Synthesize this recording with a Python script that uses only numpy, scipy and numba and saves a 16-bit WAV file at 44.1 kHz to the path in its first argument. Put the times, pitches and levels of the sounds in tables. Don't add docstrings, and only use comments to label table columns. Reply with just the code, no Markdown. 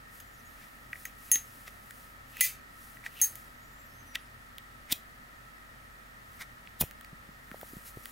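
import sys
import numpy as np
from scipy import signal
from scipy.fft import rfft, irfft, next_fast_len
from scipy.io import wavfile
from scipy.ndimage import uniform_filter1d, minimum_filter1d
from numba import njit

SR = 44100
rng = np.random.default_rng(int(sys.argv[2]) if len(sys.argv) > 2 else 0)


def transcribe(u):
    v = np.clip(np.atleast_2d(u).T, -1, 1)
    q = np.round(v * 32767).astype(np.int16)
    wavfile.write(sys.argv[1], SR, q)


N = 357651
TIME = np.arange(N) / SR
AGE = np.arange(SR // 3) / SR

# start in seconds, level in dB, ring time as a share of the
# free lid's, hinge drag in dB.
LID_FLIPS = [(1.3156, -3, 0.63, -62), (3.215, -2.5, 0.46, -48)]
# start in seconds, slap in dB, bright crack in dB.
LID_TAPS = [(.201, -41, -62), (1.0532, -33, -60), (1.3556, -25.5, -38), (2.369, -47, -35),
            (3.355, -39.5, -34)]
# frequency in Hz, level in dB, undamped t60 in seconds.
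LID_MODES = [(1915, -19, .13), (4720, -28, .1), (6426, 0, .22), (7161, -9, .19), (9297, -21, .05),
             (10138, 4, .085), (10640, -16, .1), (14014, -4, .085), (15260, -17, .07)]
# frequency in Hz, level in dB, undamped t60 in seconds.
SHELL_MODES = [(1960, 8, 0.09), (2010, 3, 0.24), (2380, 1.5, .18), (3320, -10, 0.094), (3880, -18, 0.053),
               (4300, 3, 0.1), (5640, -6, 0.14), (7200, 3, 0.21), (10070, 13, 0.17), (10300, -7, 0.15),
               (10400, -14, .16), (11500, -9, .16), (12500, -13, .16), (12750, 0.5, 0.18), (14900, 3, 0.28)]
# frequency in Hz, level in dB.
CAM_COLOUR = [(1500, -36), (3000, -21), (5400, -27), (8500, -13.5), (11500, -11), (13000, 1.5),
              (15400, 1.5), (15900, -7.5)]
CRACK_COLOUR = [(1200, -32), (2900, -16), (4000, -24), (5400, -22), (7000, -13), (8500, -13), (10500, -2),
                (11500, -8), (13000, 1), (15200, -1), (15900, -8)]
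SLAP_COLOUR = [(1200, -34), (1650, -3), (2000, -2), (2300, -4), (3400, -3.5), (4200, -5.5), (5200, -9),
               (7000, -1.5), (8500, -13), (15000, 1)]
CLICK_COLOUR = [(300, -15), (1200, 8), (3000, -2), (5500, -11), (9000, -5), (14000, -9), (15900, 9)]
RASP_COLOUR = [(40, -13), (170, -1), (450, -4), (1000, -19), (2500, -19), (3600, 6), (4500, -0.5),
               (5600, 2.5), (7000, -2), (10000, 1), (14500, 6.5), (16000, -0.5)]
GLOVE_COLOUR = [(1470, -12), (2500, 0), (3660, -4.5), (4110, -2), (13100, 3), (16000, 3.5)]
# peak in seconds, level in dB.
WHEEL_SPINS = [(4.9255, -16), (6.8125, -25)]
# frequency in Hz, level in dB, t60 in seconds.
PUFF_TONES = [(217, -23, 0.033), (805, -17.5, 0.0058)]
# start in seconds, knock in dB, bright click in dB.
HINGE_TICKS = [(0.9313, -25.5, -31), (.956, -37, -60), (1.0535, -29.5, -55), (1.357, -26.5, -31),
               (1.9083, -38, -25.5), (2.369, -37, -55), (2.9703, -41.5, -59.5), (3.039, -38, -55),
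               (3.063, -26.5, -58), (4.1587, -31, -26), (6.4088, -38, -36), (8.0566, -40, -18.5)]
# start in seconds, knock in dB, its pitch in Hz,
# bright click in dB.
INSERT_CLICKS = [(.9303, -25, 2500, -45), (1.357, -15, 2820, -32), (4.156, -14.5, 3300, -35),
                 (4.583, -24, 3280, -24.5), (6.6739, -27, 2400, -50), (6.8204, -21, 2500, -13),
                 (6.9112, -42, 4000, -30), (7.011, -50, 4000, -32), (7.047, -36, 4800, -29),
                 (7.515, -20.5, 1360, -36), (7.6133, -22, 1550, -27.5)]
# peak in seconds, seconds to rise 20 dB, level in dB.
METAL_SLIDES = [(.63, .09, -55), (1.68, 0.023, -45), (3.067, .035, -43), (4.156, 0.0085, -30),
                (4.913, 0.025, -39), (6.421, 0.032, -39.5)]
# time in seconds, base pitch in Hz, level in dB.
SQUEAK_STROKES = [
    [(.24, 7200, -69), (.34, 6900, -65), (.41, 5930, -64)],
    [(.45, 6860, -66), (.54, 6470, -74), (.58, 6200, -80)],
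    [(3.57, 6450, -69), (3.66, 7050, -67), (3.84, 7440, -64), (3.89, 6430, -63), (4.0, 6320, -63),
     (4.13, 5800, -65), (4.28, 5100, -70)],
]
# multiple of the base pitch, level in dB.
SQUEAK_STRANDS = [(.84, -13), (1, -4), (1.76, -8), (2, -5)]
# start in seconds, level in dB, pitch in Hz.
FINGER_BUMPS = [(1.357, -36, 304), (7.13, -35.5, 167), (7.29, -39, 197), (7.517, -34.5, 235),
                (7.544, -27.5, 607), (7.631, -26.5, 620), (7.734, -33.5, 283), (7.768, -32.5, 180),
                (7.972, -32, 370), (7.97, -37, 119)]
# middle in seconds, half length in seconds, level in dB.
GLOVE_RUBS = [(.166, .04, -56), (.628, 0.22, -62), (1.01, 0.051, -54), (1.28, 0.071, -53.5),
              (1.566, .16, -56.5), (1.992, .1, -57.5), (2.314, 0.032, -59), (2.857, 0.082, -55.5),
              (3.293, 0.14, -54.5), (6.37, 0.056, -60), (7.704, 0.14, -54), (7.88, 0.017, -48),
              (8.1, 0.095, -54)]
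# frequency in Hz, t60 in seconds.
ROOM_DECAY = [(200, 0.094), (1900, 0.3), (4000, 0.23), (10000, 0.22), (15000, 0.18)]
# frequency in Hz, level in dB.
AIR_COLOUR = [(25, -2.5), (80, 0), (130, -3), (180, -2.5), (245, 1.5), (330, -7.5), (450, -8), (600, -3.5),
              (950, -6.5), (1600, -6), (2200, -9), (2800, -12), (6000, -20.5), (16000, -22.5)]
# frequency in Hz, left-right correlation.
AIR_LIKENESS = [(60, 0.97), (130, 0.84), (290, 0.38), (640, -0.34), (1410, -0.43), (3100, -0.11),
                (6820, 0.65), (15000, 0.96)]
# centre in Hz, width in Hz, lift in dB.
WHIRR_PEAKS = [(1292.5, 150, 12), (1862, 278, 11)]
# frequency in Hz, level in dB, unsteadiness as a share of the amplitude.
MOTOR_HUM = [(46.2, -62, 0.13), (87.7, -72.5, 0.64), (122.4, -69.5, 0.6)]

SLAM_S, TRIP_LEAD_S = 2.4102, 0.0023
LIGHT_S = 6.8128
STOP_LAG_S = 0.0028
BRASS_KNOCK_T60 = 0.02535


def snaps(trip_db=2.5, slam_db=-2, stop_db=-20):
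    def crack(db, colour=CRACK_COLOUR):
        return burst(db, colour, t60=0.0057)

    def slap(db):
        return burst(db, SLAP_COLOUR, t60=0.028)

    def sing(db, damping):
        return amp(db) * ring(LID_MODES, damping, scatter_db=2) * onset(0.0011)

    blows, song = np.zeros(N), np.zeros(N)
    for s, db, damping, _ in LID_FLIPS:
        add(blows, s, crack(db + 2, CAM_COLOUR) + slap(db - 17))
        add(song, s, sing(db - 5.5, damping))
    add(blows, SLAM_S - TRIP_LEAD_S, crack(trip_db))
    add(blows, SLAM_S, crack(slam_db) + slap(db=0))
    add(song, SLAM_S, sing(db=-10.5, damping=0.38))
    for s, db, crack_db in LID_TAPS:
        add(blows, s, crack(crack_db) + slap(db))
        add(song, s, sing(db - 3, damping=0.18))
    for s, _ in WHEEL_SPINS:
        add(blows, s + STOP_LAG_S, crack(stop_db) + slap(stop_db - 8))
    return radiated(blows), radiated(song)


def shell(ring_db=-20, knock_db=-7):
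    out = np.zeros(N)
    ringing = amp(ring_db) * ring(SHELL_MODES, damping=0.46, scatter_db=5)
    body = amp(knock_db) * knock(hz=2080, t60=BRASS_KNOCK_T60, spread=0.55, flank_db=-4)
    add(out, SLAM_S, ringing + body)
    return radiated(out)


def flint_wheel():
    return sum(scrape(s, db, rise_s=0.012, fall_s=0.0069, hz=3570, chatter_db=-8, treble_db=-2, rate=1100)
               for s, db in WHEEL_SPINS)


def sparks(db=-16.5, rise_s=0.0095, fall_s=0.007, grain_db=3):
    flare = amp(db) * swell(TIME - LIGHT_S, rise_s, fall_s)
    return flare * unit(noise(CRACK_COLOUR, N) * amp(grain_db * wobble(1500)))


def flame(puffs=3, gap_s=0.012, loss_db=2, pitch_ratio=0.7):
    out = np.zeros(N)
    for k in range(puffs):
        for hz, db, t60 in PUFF_TONES:
            add(out, LIGHT_S + k * gap_s, amp(db - k * loss_db) * thump(hz * pitch_ratio ** k, t60))
    return out


def ticks(lid_hz=1934, gripped_t60=0.00312, insert_db=-37):
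    out = np.zeros(N)
    contacts = [(s, db, lid_hz, click_db, BRASS_KNOCK_T60) for s, db, click_db in HINGE_TICKS]
    contacts += [(*row, gripped_t60) for row in INSERT_CLICKS]
    for s, db, hz, click_db, t60 in contacts:
        add(out, s, amp(db) * knock(hz, t60) + burst(click_db, CLICK_COLOUR, t60=0.0059))
    for s, _ in WHEEL_SPINS:
        add(out, s + STOP_LAG_S, amp(insert_db) * knock(hz=2490, t60=0.078))
    return radiated(out, corner_hz=1410)


def slides():
    return sum(scrape(s, db, rise_s, fall_s=0.57 * rise_s, hz=2160, chatter_db=0, treble_db=-7.5, rate=700)
               for s, rise_s, db in METAL_SLIDES)


def hinge_drag(closing_db=-46.5, lead_s=0.0046):
    releases = [(s, db) for s, _, _, db in LID_FLIPS] + [(SLAM_S - TRIP_LEAD_S, closing_db)]
    return sum(scrape(s - lead_s, db, rise_s=0.084, fall_s=0.0055, hz=2630,
                      chatter_db=1, treble_db=0, rate=1200) for s, db in releases)


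def hinge_squeak(flutter_db=5):
    out = np.zeros(N)
    for multiple, strand_db in SQUEAK_STRANDS:
        ratio = multiple * (1 + 0.012 * wobble(700) + 0.008 * wobble(25))
        flutter = flutter_db * wobble(40)
        for stroke in SQUEAK_STROKES:
            s, hz, db = np.transpose(stroke)
            on = (TIME > s[0]) & (TIME < s[-1])
            phase = 2 * np.pi * np.cumsum(np.interp(TIME[on], s, hz) * ratio[on]) / SR
            out[on] += amp(np.interp(TIME[on], s, db) + strand_db + flutter[on]) * np.sin(phase)
    return out


def bumps(thumb_db=-29, thumb_hz=300, decay_cycles=5.54):
    out = np.zeros(N)
    for s, db, hz in FINGER_BUMPS + [(s, thumb_db, thumb_hz) for s, _ in WHEEL_SPINS]:
        add(out, s, amp(db) * thump(hz, t60=decay_cycles / hz))
    return out


def gloves(grain_db=1):
    strokes = sum(amp(db) * np.exp(-((TIME - s) / half) ** 2 / 2) for s, half, db in GLOVE_RUBS)
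    fibres = noise(GLOVE_COLOUR, N)
    brush = filtered(fibres, lambda hz: amp(resonance_db(hz, centre=10200, width=500, db=4)))
    return strokes * unit(brush * amp(grain_db * wobble(400)))


def scrape(s, db, rise_s, fall_s, hz, chatter_db, treble_db, rate, uneven_db=3):
    out, size = np.zeros(N), len(AGE)
    pace = rate / SR * amp(uneven_db * noise([(100, 1.5), (600, -41.5)], size))
    teeth_passed = np.floor(np.cumsum(pace))
    slips = np.diff(teeth_passed, prepend=0) * amp(uneven_db * rng.standard_normal(size))
    spits = unit(signal.fftconvolve(slips, fade(t60=0.0016))[:size])
    rasp = unit((1 + spits) * noise(RASP_COLOUR, size))
    rasp = filtered(rasp, lambda f: amp(along([(8000, 0), (14000, treble_db)], f)))
    chatter = unit(signal.fftconvolve(slips, knock(hz, t60=0.003445))[:size])
    pressure = swell(AGE - AGE.mean(), rise_s, fall_s)
    add(out, s - AGE.mean(), amp(db) * pressure * (rasp + amp(chatter_db) * chatter))
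    return out


def knock(hz, t60, spread=0.2, flank_db=-6):
    modes = [(hz, 0, t60),
             (hz * (1 + spread), flank_db, t60 / 2),
             (hz / (1 + spread), flank_db - 0.5, t60 / 2)]
    return ring(modes, damping=1, scatter_db=1.5) * onset(0.00019)


def ring(modes, damping, scatter_db):
    chance = rng.standard_normal((len(modes), 2))
    return sum(amp(db + scatter_db * luck) * fade(t60 * damping) * np.sin(2 * np.pi * (hz * AGE + phase))
               for (hz, db, t60), (luck, phase) in zip(modes, chance))


def burst(db, colour, t60):
    return amp(db) * fade(t60) * noise(colour, len(AGE))


def thump(hz, t60):
    return np.sin(2 * np.pi * hz * AGE) * fade(t60) * onset(0.00029)


def radiated(x, corner_hz=1500):
    return signal.sosfilt(signal.butter(4, corner_hz, "highpass", fs=SR, output="sos"), x)


def room(x, side_db=-14.5, delay_s=0.0034, build_s=0.0011):
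    hz, t, spectra = signal.stft(rng.standard_normal((2, len(AGE))), SR, nperseg=256)
    decay = np.exp(-np.log(1000) * t / along(ROOM_DECAY, hz)[:, None])
    tail = signal.istft(spectra * decay, SR, nperseg=256)[1][:, :len(AGE)]
    tail *= 1 - np.exp(-np.maximum(AGE - delay_s, 0) / build_s)
    mid, side = signal.fftconvolve(x[None], tail / np.linalg.norm(tail[0]), axes=1)[:, :N]
    return np.array([mid + amp(side_db) * side, mid - amp(side_db) * side])


def room_air(db=-52):
    def mid_and_side(hz):
        angle = np.arccos(np.clip(along(AIR_LIKENESS, hz), -1, 1)) / 2
        whirr_db = sum(resonance_db(hz, *peak) for peak in WHIRR_PEAKS)
        return amp(along(AIR_COLOUR, hz) + whirr_db) * np.array([np.cos(angle), np.sin(angle)])

    mid, side = filtered(rng.standard_normal((2, N)), mid_and_side)
    return amp(db) * unit(np.array([mid + side, mid - side]))


def motor():
    out = np.zeros(N)
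    for hz, db, drift in MOTOR_HUM:
        wander = 1 + drift * (wobble(8.4) + 1j * wobble(5.2))
        out += amp(db) * np.sqrt(2) * (wander * np.exp(2j * np.pi * hz * TIME)).real
    return out


def amp(db):
    return 10 ** (np.asarray(db) / 20)


def unit(x):
    return x / np.sqrt(np.mean(x ** 2) + 1e-20)


def onset(attack_s):
    return 1 - np.exp(-AGE / attack_s)


def fade(t60):
    return np.exp(-np.log(1000) * AGE / max(t60, 1e-4))


def swell(t, rise_s, fall_s):
    return amp(-20 * np.maximum(-t / rise_s, t / fall_s))


def resonance_db(hz, centre, width, db):
    return db / (1 + (2 * (hz - centre) / width) ** 2)


def along(points, hz):
    freqs, values = np.transpose(points)
    return np.interp(np.log(hz + 1), np.log(freqs + 1), values)


def filtered(x, response):
    size = x.shape[-1]
    padded = next_fast_len(size + 8192)
    return irfft(rfft(x, padded) * response(np.fft.rfftfreq(padded, 1 / SR)), padded)[..., :size]


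def noise(colour, size):
    return unit(filtered(rng.standard_normal(size), lambda hz: amp(along(colour, hz))))


def wobble(rate):
    curve = signal.resample_poly(rng.standard_normal(int(N * rate / SR) + 4), 8, 1)
    return np.interp(TIME * rate * 8, np.arange(len(curve)), curve)


def add(track, s, sound):
    part = track[max(round(s * SR), 0):][:len(sound)]
    part += sound[:len(part)]


@njit
def gain_reduction(excess, attack, release):
    out, held = np.zeros(len(excess)), 0.0
    for i in range(len(excess)):
        if excess[i] > held:
            held += attack * (excess[i] - held)
        else:
            held = max(held - release, 0.0)
        out[i] = held
    return out


def scene(blow_room_db=-7, song_room_db=-23, muffled_room_db=-20):
    blows, song = snaps()
    muffled = slides() + hinge_drag() + flint_wheel() + sparks() + ticks()
    direct = blows + song + shell() + muffled + bumps() + flame() + gloves() + hinge_squeak()
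    walls = room(amp(blow_room_db) * blows + amp(song_room_db) * song + amp(muffled_room_db) * muffled)
    lean_left = amp([[0.3], [-0.3]])
    return (direct + walls) * lean_left + room_air() + motor()


def record(dry, threshold_db=-13, attack_s=0.00027, release_db_per_s=400, ceiling=0.53, top_hz=16100):
    excess_db = 20 * np.log10(np.abs(dry).max(axis=0) + 1e-9) - threshold_db
    attack = 1 - np.exp(-1 / (attack_s * SR))
    ducked = dry * amp(-gain_reduction(excess_db, attack, release_db_per_s / SR))
    safe_gain = ceiling / np.maximum(np.abs(ducked).max(axis=0), ceiling)
    window = SR // 1000
    limited = ducked * uniform_filter1d(minimum_filter1d(safe_gain, size=window), size=window)
    return filtered(limited, lambda hz: np.clip((top_hz - hz) / 400, 0, 1))


dry = scene()
out = record(dry)
transcribe(out)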